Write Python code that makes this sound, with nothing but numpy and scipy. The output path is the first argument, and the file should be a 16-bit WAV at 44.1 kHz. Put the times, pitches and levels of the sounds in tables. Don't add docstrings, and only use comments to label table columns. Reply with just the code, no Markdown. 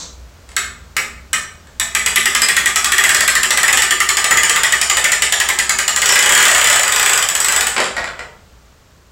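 import sys
import numpy as np
from scipy import signal
from scipy.fft import rfft, irfft, next_fast_len
from scipy.io import wavfile

SR = 44100
rng = np.random.default_rng(int(sys.argv[2]) if len(sys.argv) > 2 else 0)


def materialize(psi):
    bounded = np.clip(np.atleast_2d(psi).T, -1, 1)
    quanta = np.round(bounded * 32767).astype(np.int16)
    wavfile.write(sys.argv[1], SR, quanta)


N = 401751
T = np.arange(N) / SR


def amp(db):
    return 10 ** (np.asarray(db) / 20)


def fade(t, t60):
    return np.exp(-np.log(1000) * t / t60)


def curve(x, points):
    return np.interp(x, *np.transpose(points))


def add(out, at, sound):
    start = max(int(at * SR), 0)
    out[start:start + len(sound)] += sound[:N - start]


def colour(x, points, size=4096):
    hz, db = np.transpose(points)
    log_f = np.log(np.fft.rfftfreq(size, 1 / SR) + 1)
    gain = amp(np.interp(log_f, np.log(hz), db))
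    cepstrum = irfft(np.log(gain))
    cepstrum[1:size // 2] *= 2
    cepstrum[size // 2 + 1:] = 0
    response = irfft(np.exp(rfft(cepstrum)))
    return signal.oaconvolve(x, response / np.linalg.norm(response))[:N]


def bursts(times, dbs, t60, rise_s=0.0001, size=6000):
    out, t = np.zeros(N), np.arange(size) / SR
    attack = 1 - np.exp(-t / rise_s)
    for at, db, decay_s in zip(times, dbs, t60 * np.ones(len(times))):
        add(out, at, amp(db) * attack * fade(t, decay_s) * rng.standard_normal(size))
    return out


def waver(hz, width_hz):
    size = next_fast_len(N)
    f = np.fft.rfftfreq(size, 1 / SR)
    resonance = 1 / (1 + (2 * (f - hz) / width_hz) ** 2)
    tone = irfft(rfft(rng.standard_normal(size)) * resonance, size)[:N]
    return tone / tone.std()


# frequency in Hz, gain in dB.
AIR_EQ = [(15, -47.5), (25, -9.5), (32, -19.5), (43, -14.5), (64, -12.5), (92, -15.5), (145, -17),
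          (293, -26), (607, -25.5), (775, -29.5), (1260, -28.5), (2480, -35), (7510, -38), (9840, -48.5),
          (16000, -47)]
# pitch in Hz, width in Hz, relative level in dB.
DRONE_TONES = [(61.3, 6.3, 1), (81.5, 5.5, -6.5)]
# time in seconds, air in dB, drone in dB.
ROOM_TONE_FADERS = [(0, -44.5, -42.5), (7.5, -45, -47.5), (9.1, -49, -51.5)]


def room_tone():
    times, air_db, drone_db = np.transpose(ROOM_TONE_FADERS)
    air = colour(rng.standard_normal(N), AIR_EQ)
    drone = sum(amp(db) * waver(hz, width) for hz, width, db in DRONE_TONES)
    return amp(np.interp(T, times, air_db)) * air + amp(np.interp(T, times, drone_db)) * drone


# frequency in Hz, gain in dB.
HISS_EQ = [(200, -9), (700, -12), (1050, -5), (1400, -11), (2900, -13.5), (3900, 1.5), (5000, -3),
           (6200, 2.5), (8000, -6), (9500, -24), (16000, -35)]


def hiss(db, end_s, fall_s):
    fade_out = np.clip((end_s - T) / fall_s, 0, 1)
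    return amp(db) * fade_out * colour(rng.standard_normal(N), HISS_EQ)


# frequency in Hz, gain in dB.
TICK_EQ = [(1500, -30.5), (3000, 4.5), (4400, -3), (5300, -2), (6300, -4.5), (7200, 5.5), (8100, 3.5),
           (9300, -7.5), (11000, -9), (12000, -22), (13300, -17.5), (14500, -23), (16000, -24.5)]


def metal_ticks(times, dbs, t60):
    return colour(bursts(times, dbs, t60), TICK_EQ)


# start in seconds, knock level in dB, tick level in dB, knock's 60 dB decay in seconds.
TACKLE_HITS = [(0.49, -39, -33, 0.04), (0.516, -36, -36, 0.033), (1.671, -42, -39, 0.037),
               (7.764, -12, -17, 0.077), (7.78, -8, -14, 0.045), (7.802, -9, -8.5, 0.031),
               (7.842, -31, -13, 0.017), (7.966, -16, -21.5, 0.059), (7.98, -17, -40, 0.051),
               (8.042, -15.5, -25, 0.019), (8.075, -20, -36, 0.027), (8.192, -22.5, -29, 0.052)]
# frequency in Hz, gain in dB.
TACKLE_EQ = [(60, -26.5), (150, -12), (280, -10), (400, -3), (520, -2.5), (700, 0), (1400, 3.5), (2100, 5),
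             (3000, -4.5), (5000, -8), (8000, -26.5), (14000, -34)]


def tackle():
    times, knock_db, tick_db, knock_t60 = np.transpose(TACKLE_HITS)
    knocks = colour(bursts(times, knock_db, knock_t60), TACKLE_EQ)
    return knocks + metal_ticks(times, tick_db, t60=0.018)


EASED_DROPS = [0.5651, 0.966, 1.331, 1.7981, 1.9496, 2.0614, 2.159, 2.2565, 2.3495, 2.4186, 2.486, 2.5663,
               2.6585, 2.7589, 2.8446, 2.92, 2.9815, 3.0385, 3.0923, 3.1465, 3.2066, 3.278, 3.3528, 3.4317,
               3.506, 3.5734, 3.6314, 3.6805, 3.7285, 3.7729, 3.8208, 3.9079, 4.0025, 4.0893, 4.17, 4.2427,
               4.3094, 4.3718, 4.433, 4.4956, 4.56, 4.6336, 4.7233, 4.814, 4.8983, 4.9696, 5.0424, 5.119,
               5.2212, 5.3234, 5.4009, 5.488, 5.5881, 5.694, 5.7871, 5.8795, 5.9617]
# time in seconds, speed in teeth per second.
SPIN_SPEED = [(6.018, 21.77), (6.077, 31.46), (6.232, 27.96), (6.412, 41.37), (6.5, 30.01), (6.592, 30.65),
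              (6.693, 36.9), (6.868, 20.41), (7.03, 32.39), (7.291, 13.55), (7.464, 26.03), (7.54, 25.94),
              (7.67, 13.65)]


def pawl_drops():
    spin_times = T[(T >= SPIN_SPEED[0][0]) & (T <= SPIN_SPEED[-1][0])]
    teeth_passed = np.cumsum(curve(spin_times, SPIN_SPEED)) / SR
    teeth = np.arange(round(teeth_passed[-1]) + 1)
    return np.concatenate([EASED_DROPS, np.interp(teeth, teeth_passed, spin_times)])


# time in seconds, draw from 0 (slack) to 1 (full).
BOW_DRAW = [(1.3, 0.93), (2.2, 0.65), (3.3, .58), (4.4, 0.31), (5.6, 0.25), (6.3, 0.097), (7.1, 0.013)]
WHEEL_TEETH, EASY_TEETH_PER_S, LOOSE_TEETH_PER_S = 10, 13, 45.6
FIRM_DRAW = 0.19


def drop_levels(times, dynamics, surge_db=0, scatter_db=1.0):
    base_db, speed_db, draw_db, swing_db, peak_tooth = dynamics
    speed = 1 / np.gradient(times)
    draw = curve(times, BOW_DRAW)
    firm = np.clip(draw / FIRM_DRAW, 0, 1)
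    turns = (np.arange(len(times)) - peak_tooth) / WHEEL_TEETH
    steady = base_db + speed_db * np.log2(speed / EASY_TEETH_PER_S) + draw_db * draw
    swing = swing_db * np.cos(2 * np.pi * 2 * turns)
    surge = surge_db * np.log2(speed / LOOSE_TEETH_PER_S)
    return steady + firm * swing + (1 - firm) * surge + scatter_db * rng.standard_normal(len(times))


# frequency in Hz, gain in dB.
SNAP_EQ = [(2500, -19), (5000, -1), (8000, 5.5), (9500, 0.5), (11000, -2.5), (12200, -21.5), (13300, -13),
           (14500, -2), (16000, -10.5)]


def pawl_snap(times, dbs):
    return colour(bursts(times, dbs, t60=0.0072), SNAP_EQ)


# frequency in Hz, gain in dB.
FRAME_EQ = [(700, -37), (1080, -16.5), (1200, -1), (1450, -6.5), (1750, 3), (2050, -0.5), (2450, -1.5),
            (2700, -6), (3200, -9.5), (3800, -16), (6000, -19)]


def frame_chatter(times, dbs):
    return colour(bursts(times, dbs, t60=0.064, rise_s=0.0022), FRAME_EQ)


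# frequency in Hz, gain in dB.
BOARD_EQ = [(60, -31.5), (130, -19), (230, -14), (300, -26), (380, -2.5), (500, -4), (800, 2.5), (1050, 3),
            (1500, -10), (3000, -24)]


def board_knock(times, dbs):
    return colour(bursts(times, dbs, t60=0.074, rise_s=0.00066), BOARD_EQ)


# draw from 0 to 1, trim in dB.
TOCK_BY_DRAW = [(0, -10.5), (.3, -0.5), (.65, 0.5), (1, -4.5)]


def frame_tock(times, dbs, hz, sag, swell_s, width_s, size=2600):
    out, t = np.zeros(N), np.arange(size) / SR
    load_db = curve(curve(times, BOW_DRAW), TOCK_BY_DRAW)
    attack = 1 - fade(t, 0.01)
    for at, db in zip(times, dbs + load_db):
        detune, phase, lag = rng.standard_normal(3)
        peak_s = swell_s * (1 + 0.13 * lag)
        envelope = attack * np.exp(-((t - peak_s) / width_s) ** 2)
        pitch = hz * (1 + 0.035 * detune - sag * (t / swell_s - 1))
        add(out, at, amp(db) * envelope * np.sin(2 * np.pi * (np.cumsum(pitch) / SR + phase)))
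    return out


# pitch in
# Hz, 60 dB decay in seconds, then relative level in dB at slack, one third, two thirds and full draw.
WINCH_MODES = [(175.4, 1.0, -39, -34, -34, -30.5), (232.9, 1.9, -48.5, -41, -28, -34),
               (378, 0.15, -29, -20, -21, -31), (1200, 0.085, -7, -5.5, -3.5, -6.5),
               (1230, 0.088, -13, -12, -25, -24), (1453, 0.059, 4.5, -9, -4.5, -25),
               (1554, 0.032, -3, -5.5, -1.5, 6.5), (1653, 0.021, 1, 3.5, -26, -10),
               (1788, 0.077, -16, 5.5, -2.5, 0.5), (1830, 0.13, -22, -14, 1, -16),
               (2002, 0.1, 0, 4.5, 3, -1), (2080, .1, -6, -24.5, -9, -4.5),
               (2270, 0.061, -20, -29, -16.5, 3), (2534, 0.12, -7.5, -5.5, -12, -5),
               (2905, 0.098, -16.5, -24, -17, -36), (2990, 0.13, -7.5, -7, -16.5, -10),
               (3332, 0.037, -4.5, 3, 5.5, -12.5), (4300, 0.022, -25.5, -13, -13, -11.5),
               (4840, 0.032, -4.5, -6, -26, -16), (5040, 0.086, -16.5, -13.5, -19, -20),
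               (5710, 0.043, -17.5, -8.5, -5, 3), (7010, 0.04, 2.5, 8, -5.5, -19),
               (7800, 0.022, 13.5, -9.5, -0.5, -9), (7890, 0.038, -2, 2.5, 5, 2),
               (9100, 0.054, -5.5, -4.5, -7.5, -6), (10700, .015, -22, -23, 6, -11.5),
               (11310, 0.018, -17.5, -9.5, 1.5, -7), (12150, .025, -9, -30, -28, -31),
               (13880, .016, 3.5, -20, -27.5, -23), (14700, .015, -11, -16.5, -12, -18)]


def steel_ring(times, frame_db, pawl_db, scatter_db, split_hz):
    modes = np.array(WINCH_MODES)
    hz, t60, db_by_draw = modes[:, 0], modes[:, 1], modes[:, 2:]
    t = np.arange(SR // 2) / SR
    envelopes = fade(t, t60[:, None]) * (1 - t / t[-1])
    partials = np.exp(2j * np.pi * hz[:, None] * t) * envelopes
    draw = curve(times, BOW_DRAW)
    db = np.transpose([np.interp(draw, np.linspace(0, 1, len(row)), row) for row in db_by_draw])
    db += np.where(hz < split_hz, frame_db[:, None], pawl_db[:, None])
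    db += scatter_db * rng.standard_normal(db.shape)
    strikes = amp(db) * np.exp(2j * np.pi * rng.random(db.shape))
    out = np.zeros(N)
    for at, ring in zip(times, (strikes @ partials).imag):
        add(out, at, ring)
    return out


# start in seconds, pitch in Hz, level in dB.
TOOTH_CLINKS = [(1.331, 5730, -22), (2.419, 5070, -14), (3.148, 4280, -20), (6.057, 5740, -15),
                (6.091, 5230, -9)]


def tooth_clinks(t60, width_hz=160, size=6000):
    out, t = np.zeros(N), np.arange(size) / SR
    for at, hz, db in TOOTH_CLINKS:
        cluster_hz = hz + width_hz * rng.standard_normal((8, 1))
        tones = np.sin(2 * np.pi * (cluster_hz * t + rng.random(cluster_hz.shape)))
        add(out, at, amp(db) * fade(t, t60) * tones.sum(axis=0) / np.sqrt(len(tones)))
    return out


# relative level at easy speed in dB, dB per doubling of
# speed, dB added at full draw, swing in dB, tooth from which the swing is counted.
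PAWL_DYNAMICS = (-1.93, 0.95, 0.5, 0.76, 3.5)
FRAME_DYNAMICS = (-11.5, 1.44, 3, 1.5, 1.3)
BOARD_DYNAMICS = (-22.5, 2, -7.5, -1, 2.5)
TOCK_DYNAMICS = (-11.5, 1.5, -1.5, 5.5, 1.56)
# draw from 0 to 1, trim in dB.
PAWL_BY_DRAW = [(0, -3), (.25, -0.3), (.6, 0.27), (.9, -1.5)]


def ratchet(surge_db=4):
    times = pawl_drops()
    pawl_db = drop_levels(times, PAWL_DYNAMICS) + curve(curve(times, BOW_DRAW), PAWL_BY_DRAW)
    frame_db = drop_levels(times, FRAME_DYNAMICS, surge_db)
    board_db = drop_levels(times, BOARD_DYNAMICS, surge_db)
    tock_db = drop_levels(times, TOCK_DYNAMICS, surge_db)
    snap = pawl_snap(times, pawl_db - 3)
    tick = metal_ticks(times, pawl_db - 3, t60=0.022)
    frame = frame_chatter(times, frame_db + 1.72)
    board = board_knock(times, board_db)
    tock = frame_tock(times, tock_db, hz=1951, sag=0.059, swell_s=0.0152, width_s=0.0081)
    steel = steel_ring(times, frame_db - 10.5, pawl_db - 15.5, scatter_db=1.5, split_hz=4000)
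    return tick + frame + board + steel + tooth_clinks(t60=0.16), snap + tock


# delay in seconds, gain as a factor.
REFLECTIONS = [(.0037, 0.49), (.0068, 0.28), (0.0126, .5), (0.0156, 0.15)]
# frequency in Hz, 60 dB decay in seconds, level in dB.
REVERB_BANDS = [(150, .7, 9), (500, 0.59, 8), (1620, 0.46, 2.5), (2900, 0.45, 1), (5410, 0.4, 2),
                (8350, 0.4, 0.5), (10500, 0.3, -0.5), (15000, 0.35, -4)]


def garage(dry, build_s, echo_hz, segments=24):
    t = np.arange(3 * SR // 4) / SR
    hz, t60, db = np.transpose(REVERB_BANDS)
    log_f = np.log(np.fft.rfftfreq(len(t), 1 / SR) + 1)
    bands = np.array([np.interp(log_f, np.log(hz), band) for band in np.eye(len(hz))])
    envelopes = fade(t, t60[:, None]) * (1 - np.exp(-(t / build_s) ** 2))
    envelopes *= (amp(db) / np.linalg.norm(envelopes, axis=1))[:, None]
    out = dry.copy()
    dull = signal.sosfilt(signal.butter(1, echo_hz, fs=SR, output="sos"), dry)
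    for delay, gain in REFLECTIONS:
        add(out, delay, gain * dull)
    for part, when in zip(np.array_split(dry, segments), np.array_split(T, segments)):
        band_noise = irfft(rfft(rng.standard_normal(len(t))) * bands, len(t))
        tail = np.sum(envelopes * band_noise, axis=0)
        add(out, when[0], signal.fftconvolve(part, tail))
    return out


def scene(beam_send=0.1):
    spread, beamed = ratchet()
    sources = spread + beam_send * beamed + tackle() + hiss(db=-28.5, end_s=0.054, fall_s=0.053)
    mono = garage(sources, build_s=0.01, echo_hz=5300) + beamed + room_tone()
    return np.array([mono, mono])


def record(dry, ceiling=0.72, knee=5, top_hz=15800):
    rounded = dry / (1 + np.abs(dry / ceiling) ** knee) ** (1 / knee)
    return signal.sosfilt(signal.ellip(10, 0.2, 80, top_hz, fs=SR, output="sos"), rounded)


dry = scene()
out = record(dry)
materialize(out)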